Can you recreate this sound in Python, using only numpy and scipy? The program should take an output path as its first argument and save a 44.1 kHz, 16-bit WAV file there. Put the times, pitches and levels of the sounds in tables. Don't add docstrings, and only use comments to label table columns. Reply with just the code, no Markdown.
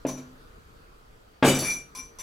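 import sys
import numpy as np
from scipy import signal
from scipy.fft import rfft, irfft, next_fast_len
from scipy.io import wavfile
from scipy.ndimage import uniform_filter1d

SR = 44100
rng = np.random.default_rng(int(sys.argv[2]) if len(sys.argv) > 2 else 0)


def volts_from_db(level):
    exponent = np.asarray(level, float) / 20
    return 10 ** exponent


def file_out(sig):
    cols = np.atleast_2d(sig).T
    lim = np.clip(cols, -1, 1)
    pcm = np.round(lim * 32767).astype(np.int16)
    wavfile.write(sys.argv[1], SR, pcm)


N = 98254

# t/s, level/dB, thud/dB, modes above 800 Hz/dB, modes of 270-800 Hz/dB
BUMPS = [
    (0.0496, -24.5, -9.5, -6.5, 6),
    (0.179, -41, -15, -22, -6),
    (1.4249, -12, -3, -1, -5.5),
    (1.447, -15.5, -4, -6, 2.5),
    (1.622, -37.5, -1, 6.5, 8),
    (1.97, -47, -15, -25, -27),
]
BOARD_HZ = [140, 193, 255, 287, 360, 435, 490, 565, 625, 765, 870, 1150, 1620, 2550]
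# level/dB, t60/s
BOARD_MODES = [(-8, 0.47), (-6.5, .3), (0.5, 0.35), (3.5, 0.1), (4.5, 0.054), (-2.5, 0.05), (-18, 0.16),
               (6, 0.033), (-1, 0.09), (-6, 0.03), (-4, 0.24), (-4.5, 0.041), (-4.5, 0.081), (-2, 0.018)]
# f/Hz, density/dB
THUD_SPECTRUM = [(24, -59), (40, -56.5), (346, 4.5), (478, -2), (980, -7), (1650, -8), (1820, -12.5),
                 (2580, -11.5), (15000, -62.5)]
# f/Hz, left over right/dB
TABLE_BALANCE = [(400, 0), (1200, 3), (8000, 2)]
GLASS_HZ = [1050, 2356, 3545, 4506, 5835, 6005, 7518, 8660, 9680, 10020, 10250, 11150, 12580, 14150]
# level/dB, t60/s, left over right/dB
GLASS_MODES = [(-5, .07, 3), (0, .25, 3), (-13, .08, 2), (-12, .22, 2), (-3, .2, 2), (0, .22, 3),
               (-6, .15, 2), (-22, .15, 2), (-9, .12, 2), (-8, .11, 2), (-7, .09, 2), (-6, .12, 2),
               (-14, .1, 2), (-13, .09, 2)]
# t/s,
# level/dB, low note/dB, foot knock/dB, ring length factor
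CLINKS = [
    (0.0683, -44.5, -20, -5, 0.39),
    (0.085, -41.5, -10, 2.5, 0.66),
    (0.175, -49, -4, 10, 0.17),
    (1.549, -35, 0, -12, 0.25),
    (1.9503, -42.5, -6, 3, 1.33),
    (1.973, -44, -31, 1.5, 1.07),
    (1.988, -61, 15, 5, 0.39),
    (2.187, -45.5, -16.5, 0.5, 1.6),
    (2.199, -45, -16, -1, 0.56),
          (1.589, -36, -12, -19, .8), (1.612, -42, -10, -15, .8), (1.636, -39, -3, -12, .9),
         (1.648, -41, 9, -10, .9), (1.657, -38, -3, -17, .9), (1.668, -41, 9, -12, .9),
         (1.686, -42, 6, -12, .9), (1.702, -42, 3, -14, .8), (1.716, -45, 1.5, -12, .8),
         (1.737, -46, -3, -15, .9)]
# f/Hz, density/dB
TICK_SPECTRUM = [(400, -79), (900, 2.5), (3000, -1), (6500, 6.5), (8800, -11), (10500, -25), (14300, -4.5),
                 (15500, -30)]
PLATE_HZ = [2261, 2320, 2961, 3666, 4853, 5620, 6336, 7004, 7876, 8597, 9884, 10930, 11600, 13000]
# level/dB, t60/s
PLATE_MODES = [(-30, 0.13), (0.5, 0.057), (-3.5, 0.17), (-9, 0.19), (-8, 0.064), (-6.5, 0.027), (-31, 0.18),
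               (-13, 0.067), (-3.5, 0.13), (-26, 0.13), (-7.5, 0.2), (-9, 0.13), (-20, 0.099), (-35, .06)]
# t/s, level/dB
RATTLE_LEVEL = [(1.428, -47.5), (1.44, -47), (1.455, -31.5), (1.49, -33), (1.515, -40.5), (1.535, -51.5),
                (1.57, -43)]
# f/Hz, density/dB
GRIT_SPECTRUM = [(300, 9.5), (900, -25), (2000, -13), (5000, 0.5), (9000, 0), (12500, -5), (14000, -33),
                 (16000, -34)]
# f/Hz, t60/s
ROOM_T60 = [(100, 0.77), (300, 0.38), (2000, 0.24), (6000, 0.29), (14000, 0.23)]
# f/Hz, correlation
ROOM_ALIKE = [(200, .998), (500, .95), (1500, .75), (8000, .65), (14000, .35)]
# f/Hz, density/dB
AIR_SPECTRUM = [(12, -17), (20, 0), (198, -17.5), (446, -17), (558, -20), (1060, -23), (1760, -27),
                (3440, -31.5), (16000, -46.5)]
# f/Hz, width/Hz, level/dB
AIR_HUMPS = [(455, 32, 6.5), (1324, 302, 7.5), (4600, 240, 4), (12300, 250, 7)]
# t/s, level/dB
AIR_LEVEL = [(0, -51.5), (.4, -51), (.9, -53), (1.4, -54), (2.23, -52)]
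# f/Hz, correlation
AIR_ALIKE = [(60, 0.95), (240, 0.62), (950, -0.54), (3770, 0.032), (15000, 0.61)]


def table():
    out, t = np.zeros((2, N)), np.arange(SR // 2) / SR
    for s, db, thud_db, bright_db, body_db in BUMPS:
        ring = np.zeros(len(t))
        for k, (hz, (level, t60)) in enumerate(zip(BOARD_HZ, BOARD_MODES)):
            mode_db = level + rng.normal(0, 1.5) + bright_db * (hz > 800) + body_db * (270 < hz < 800)
            sign = (-1) ** (k // 3)
            ring += sign * volts_from_db(mode_db - 60 * t / t60) * np.sin(2 * np.pi * hz * t)
        colour = lambda hz: volts_from_db(along(THUD_SPECTRUM, hz) + bright_db * (hz > 1000))
        noise = unit(filtered(rng.standard_normal(len(t)), colour))
        push = np.exp(-t / 0.076)
        thud = noise * volts_from_db(thud_db) * (push + volts_from_db(0.5 - 60 * t / 0.12))
        onset = 1 - np.exp(-t / 0.0016)
        hit = np.pad(volts_from_db(db - 4.5) * (ring + thud) * onset, (0, SR // 3))
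        hit = filtered(hit, lambda hz: sides(along(TABLE_BALANCE, hz)))
        add(out, s, hit + volts_from_db(-6) * room(hit))
    return out


def glass():
    split, twin_db = 0.01085, -8
    rim_db = 15
    tick_db, tick_t60, tick_near_db, room_db = 8.5, 0.0053, -20, 6
    out, t = np.zeros((2, N)), np.arange(SR // 2) / SR
    hz = np.array(GLASS_HZ)[:, None]
    level, t60, pan = np.transpose(GLASS_MODES)[..., None]
    foot, low, rim = hz == GLASS_HZ[0], hz == GLASS_HZ[1], hz == GLASS_HZ[3]
    upper = hz > GLASS_HZ[5]
    twin_hz = hz * (1 + split * rng.uniform(-1.06, 1, hz.shape))
    wave = np.sin(2 * np.pi * hz * t) + volts_from_db(twin_db) * np.sin(2 * np.pi * twin_hz * t)
    for s, db, low_db, knock_db, length in CLINKS:
        mode_db = level + low_db * low + knock_db * foot - (knock_db + rim_db) * rim
        mode_db = mode_db - 0.35 * (knock_db + rim_db / 3) * upper
        size = volts_from_db(mode_db + rng.normal(0, 3, hz.shape))
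        decay = volts_from_db(-60 * t / (t60 * length))
        ring = (sides(pan) * size * decay * wave).sum(1)
        noise = filtered(rng.standard_normal((2, len(t))), lambda f: volts_from_db(along(TICK_SPECTRUM, f)))
        tick = unit(noise) * volts_from_db(tick_db - 60 * t / tick_t60)
        reflected = room(ring + tick[0])
        add(out, s, volts_from_db(db) * (ring + volts_from_db(tick_near_db) * tick + volts_from_db(room_db) * reflected))
    return out


def plate():
    drive = contacts() * curve(RATTLE_LEVEL)

    def resonances(f):
        response = 0
        for hz, (db, t60) in zip(PLATE_HZ, PLATE_MODES):
            balance = sides(rng.normal(3.5, 2.4))[:, None]
            response = response + volts_from_db(db) * balance * mode(f, hz, t60)
        return response

    rattle = filtered(drive, resonances) + volts_from_db(5.5) * grit(drive)
    return rattle + volts_from_db(1.5) * room(rattle)


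def contacts():
    per_s, size_db = 2500, 2.5
    chance, sign, size = rng.random((3, N))
    struck = chance < per_s / SR
    return unit(struck * np.sign(sign - 0.5) * volts_from_db(-size_db * np.log(size + 0.00041)))


def grit(drive):
    t = np.arange(SR // 20) / SR
    puff = rng.standard_normal((2, len(t))) * volts_from_db(-60 * t / 0.0067)
    puff = paired(puff, [(1000, 0.96), (12000, 0.29)])
    puff = filtered(puff, lambda hz: volts_from_db(along(GRIT_SPECTRUM, hz)))
    return signal.fftconvolve(drive[None], puff / np.linalg.norm(puff[0]), axes=1)[:, :N]


def room(x):
    hz, t, z = signal.stft(rng.standard_normal((2, SR // 2)), SR, nperseg=256)
    decay = volts_from_db(-60 * t / along(ROOM_T60, hz)[:, None])
    tail = signal.istft(z * decay, SR, nperseg=256)[1]
    tail = filtered(paired(tail, ROOM_ALIKE), lambda f: sides(along(TABLE_BALANCE, f)))
    late = np.pad(x.mean(0), (130, 0))[None]
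    return signal.fftconvolve(late, tail / np.linalg.norm(tail[0]), axes=1)[:, :x.shape[1]]


def air():
    z = signal.stft(rng.standard_normal((2, N)), nperseg=512)[2]
    field = uniform_filter1d(rng.standard_normal(z.shape[1:]), 5, 0)
    field = uniform_filter1d(field, 12, 1)
    noise = signal.istft(z * volts_from_db(1.6 * unit(field)), nperseg=512)[1][:, :N]

    def colour(f):
        humps = sum(db * np.exp(-((f - hz) / width) ** 2) for hz, width, db in AIR_HUMPS)
        return volts_from_db(along(AIR_SPECTRUM, f) + humps)

    return unit(paired(filtered(noise, colour), AIR_ALIKE)) * curve(AIR_LEVEL)


def mode(f, hz, t60):
    w = np.log(1000) / (np.pi * abs(t60))
    gain = np.sqrt(SR / (np.pi * w))
    return gain * 1j * f * w / (hz * hz - f * f + 1j * f * w)


def paired(x, alike):
    def mid_side(hz):
        angle = np.arccos(np.clip(along(alike, hz), -1, 1)) / 2
        return np.array([np.cos(angle), np.sin(angle)])

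    mid, side = filtered(x, mid_side)
    return np.array([mid + side, mid - side])


def sides(db):
    return volts_from_db(np.array([db / 2, -db / 2]))


def filtered(x, response):
    m = next_fast_len(x.shape[-1] + SR)
    return irfft(rfft(x, m) * response(np.fft.rfftfreq(m, 1 / SR)), m)[..., :x.shape[-1]]


def along(points, hz):
    f, v = np.transpose(points)
    return np.interp(np.log(hz + 1), np.log(f + 1), v)


def curve(rows):
    s, db = np.transpose(rows)
    return volts_from_db(np.interp(np.arange(N) / SR, s, db, left=-200, right=-200))


def unit(x):
    return x / np.sqrt(np.mean(x ** 2) + 1e-20)


def add(out, s, x):
    part = out[:, round(s * SR):round(s * SR) + x.shape[1]]
    part += x[:, :part.shape[1]]


def scene():
    return table() + glass() + plate() + air()


def roll_off(x):
    return signal.sosfilt(signal.butter(12, 16510, fs=SR, output="sos"), x)


def record(dry):
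    mix = filtered(dry, lambda hz: hz < 15950)
    return roll_off(mix)


dry = scene()
out = record(dry)
file_out(out)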